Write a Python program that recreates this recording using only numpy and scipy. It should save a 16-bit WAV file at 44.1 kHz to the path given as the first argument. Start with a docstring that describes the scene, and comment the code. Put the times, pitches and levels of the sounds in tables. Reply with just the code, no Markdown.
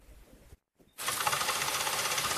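"""A model steam engine on a lab bench, close to a mono microphone: about sixteen piston knocks a second.
Each knock is a chatter of metal clicks ringing shell, linkage, valve and tin base, with a puff and a thud.
Steam is shaped noise that hisses, fizzes and spits; dense short reflections put the engine in the lab.
First come quiet room air and fingers on the valve, as shaped noise, decaying tones and a faint squeak;
the sound drops out for a moment, leaving tiny ticks, and returns before the steam starts."""
import sys
import numpy as np
from scipy import signal
from scipy.fft import rfft, irfft
from scipy.io import wavfile
from scipy.ndimage import uniform_filter1d

SR = 44100
rng = np.random.default_rng(int(sys.argv[2]) if len(sys.argv) > 2 else 0)


def log_audio(samples):
    """Write samples as a 16-bit WAV file to the path given in sys.argv[1]."""
    # one column per channel
    frames = np.atleast_2d(samples).T
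    # limit to full scale, then quantise
    limited = np.clip(frames, -1, 1)
    pcm = np.round(limited * 32767).astype(np.int16)
    wavfile.write(sys.argv[1], SR, pcm)


N = 104561

# piston knocks: start_s, shell_db, linkage_db, valve_db, base_db, chatter_decay_s
KNOCKS = [(1.081, -24, -27.5, -40, -36, 0.0052), (1.171, -35.5, -39, -60, -45, 0.0013),
          (1.204, -27.5, -29.5, -37, -34.5, 0.005), (1.268, -25.5, -27, -33.5, -23.5, 0.0054),
          (1.321, -38, -33.5, -31.5, -50, 0.0054), (1.328, -28, -33, -37.5, -30.5, 0.0067),
          (1.365, -37.5, -35, -37, -41, 0.0031), (1.407, -27, -30, -31.5, -39.5, 0.0068),
          (1.484, -33, -30.5, -35, -35.5, 0.0048), (1.494, -31.5, -32.5, -52, -44, 0.0039),
          (1.553, -29.5, -33, -33, -34.5, 0.005), (1.615, -39, -31, -33.5, -39, 0.0076),
          (1.68, -36, -31.5, -31.5, -33, 0.0028), (1.742, -29, -31, -31.5, -42, 0.01),
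          (1.806, -29, -27.5, -29.5, -35, 0.0023), (1.868, -33, -31.5, -33.5, -32, 0.0069),
          (1.928, -36, -34, -34, -34.5, 0.01), (1.987, -33.5, -32, -33, -37.5, 0.016),
          (2.051, -31.5, -32, -31, -33, 0.0083), (2.114, -39, -31, -32.5, -34.5, 0.013),
          (2.177, -32.5, -29, -30, -39.5, 0.0094), (2.243, -30, -33, -35, -40.5, 0.012),
          (2.307, -31, -29, -30.5, -32, 0.0052), (2.363, -34, -42, -35, -41, 0.0032)]
# ringing parts of the engine, and the bench top under it: pitch_hz, width_hz, level_db
SHELL_MODES = [(1085, 75, 4.5), (1164, 44, -3.5), (1233.3, 55, 6), (1374, 57, -2), (1491, 49, -3.5)]
LINKAGE_MODES = [(1800, 55, -1), (2026, 45, 1), (2294, 160, -1), (2753, 135, 5), (3220, 170, 1),
                 (3452, 100, 3), (3800, 430, -2.5), (4460, 150, -2)]
VALVE_MODES = [(4895, 170, 2), (5630, 140, -1.5), (6040, 59, 2.5), (6490, 410, 4.5), (7150, 240, -1.5),
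               (9180, 1700, 8.5)]
BASE_MODES = [(400, 18, -10), (517.7, 34, -6.5), (595.5, 35, -9), (743, 65, -16), (860, 93, 1)]
BENCH_MODES = [(139.3, 18.6, 4.5), (81, 17, -3)]
# exhaust puff spectrum: frequency_hz, level_db (per Hz)
PUFF_SPECTRUM = [(300, -20), (700, 0), (2000, -1.5), (5000, -9), (7500, -20), (11000, -20), (14000, -28)]
# steam and running rattle over time: time_s, hiss_db, rattle_db, fizz_db
STEAM_LEVELS = [(.955, -82, -101, -72), (.98, -58.5, -59, -57), (1.0, -41.5, -44.5, -37.5),
                (1.06, -38.5, -45, -52), (1.12, -37, -55.5, -41), (1.2, -39.5, -47, -40.5),
                (1.3, -38, -43.5, -40.5), (1.45, -36.5, -40.5, -50), (1.8, -37, -40, -43),
                (2.37, -35.5, -43.5, -49)]
# spits of wet steam: start_s, level_db, decay_s
SPITS = [(1.066, -31.5, 0.018), (1.119, -28.5, 0.0027), (1.129, -30, 0.011), (1.167, -32.5, 0.0077),
         (1.262, -35, 0.003), (1.503, -33, 0.0072)]
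# spectra of hiss, fine fizz and spits: frequency_hz, level_db (per Hz)
HISS_SPECTRUM = [(24, -38), (45, -10), (140, -9), (300, -9), (700, -6), (1260, -14.5), (1600, -4),
                 (2750, -7.5), (4200, -6.5), (6500, -13), (9800, -10), (13800, -17)]
FIZZ_SPECTRUM = [(5500, -36), (8000, 7), (10000, 5.5), (12000, 7.5), (14000, 2)]
SPIT_SPECTRUM = [(3000, -6.5), (6000, -1.5), (9000, 3.5), (12000, -4), (14000, -5)]
# quiet room over time: time_s, rumble_db, handling_db, air_db
ROOM_LEVELS = [(0.0, -55, -69, -79), (0.01, -59, -67.5, -68), (0.094, -59.5, -63.5, -65.5),
               (0.18, -56.5, -66, -65.5), (0.304, -66, -61.5, -66), (0.344, -62, -61.5, -67),
               (0.488, -58, -65, -65.5), (0.524, -47, -62.5, -62.5), (0.544, -56, -63, -68),
               (0.558, -92, -88, -80.5), (0.59, -93, -87, -78.5), (0.62, -100, -100, -95),
               (0.735, -100, -98, -92), (0.79, -78, -71, -75), (0.806, -69, -55.5, -75),
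               (0.856, -65, -67.5, -75.5), (0.956, -78, -72, -75), (0.97, -96, -60, -68)]
# spectra of rumble, handling and air: frequency_hz, level_db (per Hz)
RUMBLE_SPECTRUM = [(25, -10.5), (50, -1), (90, -15.5), (150, -19), (300, -69)]
HANDLING_SPECTRUM = [(80, -20), (150, -2), (300, 1), (550, -6), (800, -12.5), (1500, -32)]
AIR_SPECTRUM = [(530, -7), (900, -1), (1090, -3), (2110, -3), (2340, -4), (4230, -10.5), (12200, -9.5),
                (15100, -18)]
# soft bumps through the bench: start_s, pitch_hz, level_db, t60_s
BUMPS = [(.078, 50.6, -48, 0.51), (.11, 603, -57, .15), (.27, 596, -57, 0.13), (0.328, 257, -48, 0.041),
         (.3, 518, -57.5, 0.35), (.42, 564, -59, 0.17), (0.521, 80, -50, 0.027), (.522, 380, -52, 0.051),
         (.8, 255, -60.5, 0.2), (0.87, 203, -60, 0.037)]
# tiny dull ticks in the dropout: time_s, peak_db, width_s
TICKS = [(.57, -64, 0.00036), (.58, -63, 0.00054), (.612, -66, 0.00011), (.626, -65, 0.00015),
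         (.6435, -74, 0.00017), (.655, -75, 0.00018), (.6795, -66.5, 0.00019), (.755, -64, 0.00023),
         (.7655, -65, .0005)]

KNOCK_RISE_S, CONTACTS_PER_S = 0.0048, 4000
BOUNCE_DECAY_S, BOUNCE_DB = 0.0069, -18.5  # level relative to the knock
LEAD_S, LEAD_DB = 0.02, -12  # lead-in scrape, relative to the knock
DETUNE = 0.016  # share by which each knock pulls the tones of a part
RATTLE_PER_S = 2500
PUFF_DB, BENCH_DB = -7, -15.5  # relative to the linkage level of each knock
STEAM_ON_S, MACHINE_TOP_HZ = 0.93, 13930
LAB_T60_S, LAB_DB = 0.81, -10  # tail level relative to the direct sound
DROP_S = 0.546  # bumps already ringing are cut here
BRUSH_S, BRUSH_DB = 0.492, -64
SQUEAK_S, SQUEAK_LEN_S, SQUEAK_HZ, SQUEAK_WIDTH_HZ, SQUEAK_DB = 0.868, 0.1, 3645, 55, -71
EDGE_HZ = 15300  # top of the whole sound

time_s = np.arange(N) / SR


def amp(db):
    """Decibels to gain."""
    return 10 ** (np.asarray(db) / 20)


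def evened(x):
    """Scale to an RMS of one."""
    return x / np.sqrt(np.mean(x ** 2) + 1e-20)


def curve(table, column):
    """A level column as gain over time."""
    rows = np.array(table)
    return amp(np.interp(time_s, rows[:, 0], rows[:, column]))


def burst(start_s, decay_s, rise_s):
    """Rounded rise, exponential fall."""
    t = np.maximum(time_s - start_s, 0)
    rise = np.sin(np.pi / 2 * np.minimum(t / rise_s, 1)) ** 2
    return rise * np.exp(-np.maximum(t - rise_s, 0) / max(decay_s, 1e-4))


def noise(spectrum, patchy_db):
    """Random short-time spectra with drifting patches, shaped to a spectrum, RMS one."""
    frames = N // 128 + 5
    real, imag, patches = rng.standard_normal((frames, 257, 3)).T
    patches = uniform_filter1d(patches, 6, 0)  # smooth across frequency
    patches = evened(uniform_filter1d(patches, 10, 1))  # smooth across time
    spectra = (real + 1j * imag) * amp(patchy_db * patches)
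    patchy = signal.istft(spectra, nperseg=512, noverlap=384)[1][:N]
    f, db = np.transpose(spectrum)
    log_f = np.log(np.fft.rfftfreq(N, 1 / SR) + 1)
    return evened(irfft(rfft(patchy) * amp(np.interp(log_f, np.log(f), db)), N))


def contacts(per_s, spread_db):
    """Sparse metal-on-metal clicks of uneven size and random sign, RMS one."""
    size = amp(spread_db * np.minimum(rng.exponential(1, N), 4))
    sign = rng.choice([-1., 1.], N)
    return evened(size * sign * (rng.random(N) < per_s / SR))


def ring(modes, soften_s):
    """Impulse response of a part, energy one: decaying modes, wider ones dying sooner; soft contact."""
    t = np.arange(6000) / SR
    response = np.zeros(len(t))
    for k, (hz, width_hz, db) in enumerate(modes):
        tone = np.exp(-np.pi * width_hz * t) * np.sin(2 * np.pi * hz * t)
        response += (-1) ** k * amp(db) * np.sqrt(width_hz) * tone  # root of width evens the energy
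    response *= 1 - np.exp(-t / soften_s)
    return response / np.linalg.norm(response)


def struck(drive, modes, soften_s):
    """A part rings under a drive signal: convolution with its impulse response."""
    return signal.oaconvolve(drive, ring(modes, soften_s))[:N]


def knock_shape(start_s, decay_s):
    """Envelope of one knock: lead-in scrape, short chatter and a softer bounce."""
    lead = amp(LEAD_DB) * burst(start_s - LEAD_S, 0.00043, LEAD_S)
    chatter = burst(start_s - 0.002, decay_s, KNOCK_RISE_S)
    bounce = amp(BOUNCE_DB) * burst(start_s + 0.013, BOUNCE_DECAY_S, 0.0047)
    return lead + chatter + bounce


def part_sound(modes, knock_db, shapes, rattle_db, soften_s):
    """One part rung by every knock, its tones pulled afresh each time, and by the loose running rattle."""
    hits = contacts(CONTACTS_PER_S, spread_db=1.5)
    loose = contacts(RATTLE_PER_S, spread_db=5.5)
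    out = struck(amp(rattle_db) * curve(STEAM_LEVELS, column=2) * loose, modes, soften_s)
    pulls = 1 + DETUNE * rng.standard_normal((len(shapes), len(modes)))
    for db, shape, pull in zip(knock_db, shapes, pulls):
        pulled = [(hz * p, width_hz, mode_db) for (hz, width_hz, mode_db), p in zip(modes, pull)]
        out += struck(amp(db) * shape * hits, pulled, soften_s)
    return out


def engine():
    """Knocks and rattle excite four metal parts; each knock also puffs exhaust and thuds the bench."""
    knocks = np.array(KNOCKS)
    shapes = np.array([knock_shape(s, decay) for s, decay in knocks[:, [0, 5]]])
    shell_db, linkage_db, valve_db, base_db = knocks[:, 1:5].T
    out = part_sound(SHELL_MODES, shell_db, shapes, rattle_db=-1.5, soften_s=0.003)
    out += part_sound(LINKAGE_MODES, linkage_db, shapes, rattle_db=-4.5, soften_s=0.0003)
    out += part_sound(VALVE_MODES, valve_db, shapes, rattle_db=-8, soften_s=0.0002)
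    out += part_sound(BASE_MODES, base_db, shapes, rattle_db=-4.5, soften_s=0.0015)
    out += (amp(linkage_db + PUFF_DB) @ shapes) * noise(PUFF_SPECTRUM, patchy_db=6.0)
    out = signal.lfilter(*signal.butter(2, 300, "high", fs=SR), out)  # the thud keeps its lows
    thud = contacts(CONTACTS_PER_S, spread_db=-2.0) * (amp(linkage_db + BENCH_DB) @ shapes)
    return out + struck(thud, BENCH_MODES, soften_s=0.0022)


def steam():
    """Leaking steam as turbulent noise: a broad hiss, uneven fine fizz and short wet spits."""
    hiss = curve(STEAM_LEVELS, column=1) * noise(HISS_SPECTRUM, patchy_db=1.5)
    fizz = curve(STEAM_LEVELS, column=3) * noise(FIZZ_SPECTRUM, patchy_db=3.5)
    spits = sum(amp(db) * burst(s, decay, 0.0016) for s, db, decay in SPITS)
    return hiss + fizz + spits * noise(SPIT_SPECTRUM, patchy_db=3.4)


def lab(x):
    """Dense reflections off bench and walls: a decaying noise tail."""
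    t = np.arange(SR // 2) / SR
    tail = rng.standard_normal(len(t)) * amp(-60 * t / LAB_T60_S) * (t > 0.003)
    return x + amp(LAB_DB) * signal.oaconvolve(x, tail / np.linalg.norm(tail))[:N]


def bumps():
    """Soft bumps through the bench: single decaying tones, the early ones cut at the dropout."""
    out = np.zeros(N)
    for s, hz, db, t60 in BUMPS:
        tone = burst(s, t60 / np.log(1000), 0.12 / hz + 0.0046) * np.sin(2 * np.pi * hz * (time_s - s))
        out += amp(db) * tone * ((time_s < DROP_S) | (s > DROP_S))
    return out


def ticks():
    """Tiny dull ticks: narrow bell-shaped pulses, all downward."""
    return -sum(amp(db) * np.exp(-0.5 * ((time_s - s) / width) ** 2) for s, db, width in TICKS)


def fingertip_brush():
    """A fingertip brushes metal: a short burst of bright noise."""
    return amp(BRUSH_DB) * burst(BRUSH_S, 0.007, 0.005) * noise(SPIT_SPECTRUM, patchy_db=-1.0)


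def squeak():
    """One faint squeak: noise through a narrow resonance, swelling and fading."""
    arch = np.sin(np.pi * np.clip((time_s - SQUEAK_S) / SQUEAK_LEN_S, 0, 1))
    tone = evened(struck(rng.standard_normal(N), [(SQUEAK_HZ, SQUEAK_WIDTH_HZ, 0)], soften_s=0.0039))
    return amp(SQUEAK_DB) * np.sqrt(abs(arch)) * tone


def room():
    """Rumble, handling and air as shaped noise under the small sounds; gone once the steam starts."""
    out = curve(ROOM_LEVELS, column=1) * noise(RUMBLE_SPECTRUM, patchy_db=4.5)
    out += curve(ROOM_LEVELS, column=2) * noise(HANDLING_SPECTRUM, patchy_db=3.0)
    out += curve(ROOM_LEVELS, column=3) * noise(AIR_SPECTRUM, patchy_db=2.1)
    out += fingertip_brush() + bumps() + ticks()
    fade = uniform_filter1d((time_s < ROOM_LEVELS[-1][0]) * 1., 900)
    return out * fade + squeak()


def low_pass(top_hz):
    """Steep low-pass filter taps."""
    return signal.firwin(511, top_hz, window=("kaiser", 9), fs=SR)


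def scene():
    """The machine in the lab, without treble above its top, plus the room; both channels alike."""
    close = (engine() + steam()) * (np.arange(N) > STEAM_ON_S * SR)
    machine = signal.oaconvolve(lab(close), low_pass(MACHINE_TOP_HZ), "same")
    return np.array([machine + room()] * 2)


def record(dry):
    """Band limit: the treble of the whole sound ends at EDGE_HZ."""
    return signal.oaconvolve(dry, low_pass(EDGE_HZ)[None], "same")


dry = scene()
out = record(dry)
log_audio(out)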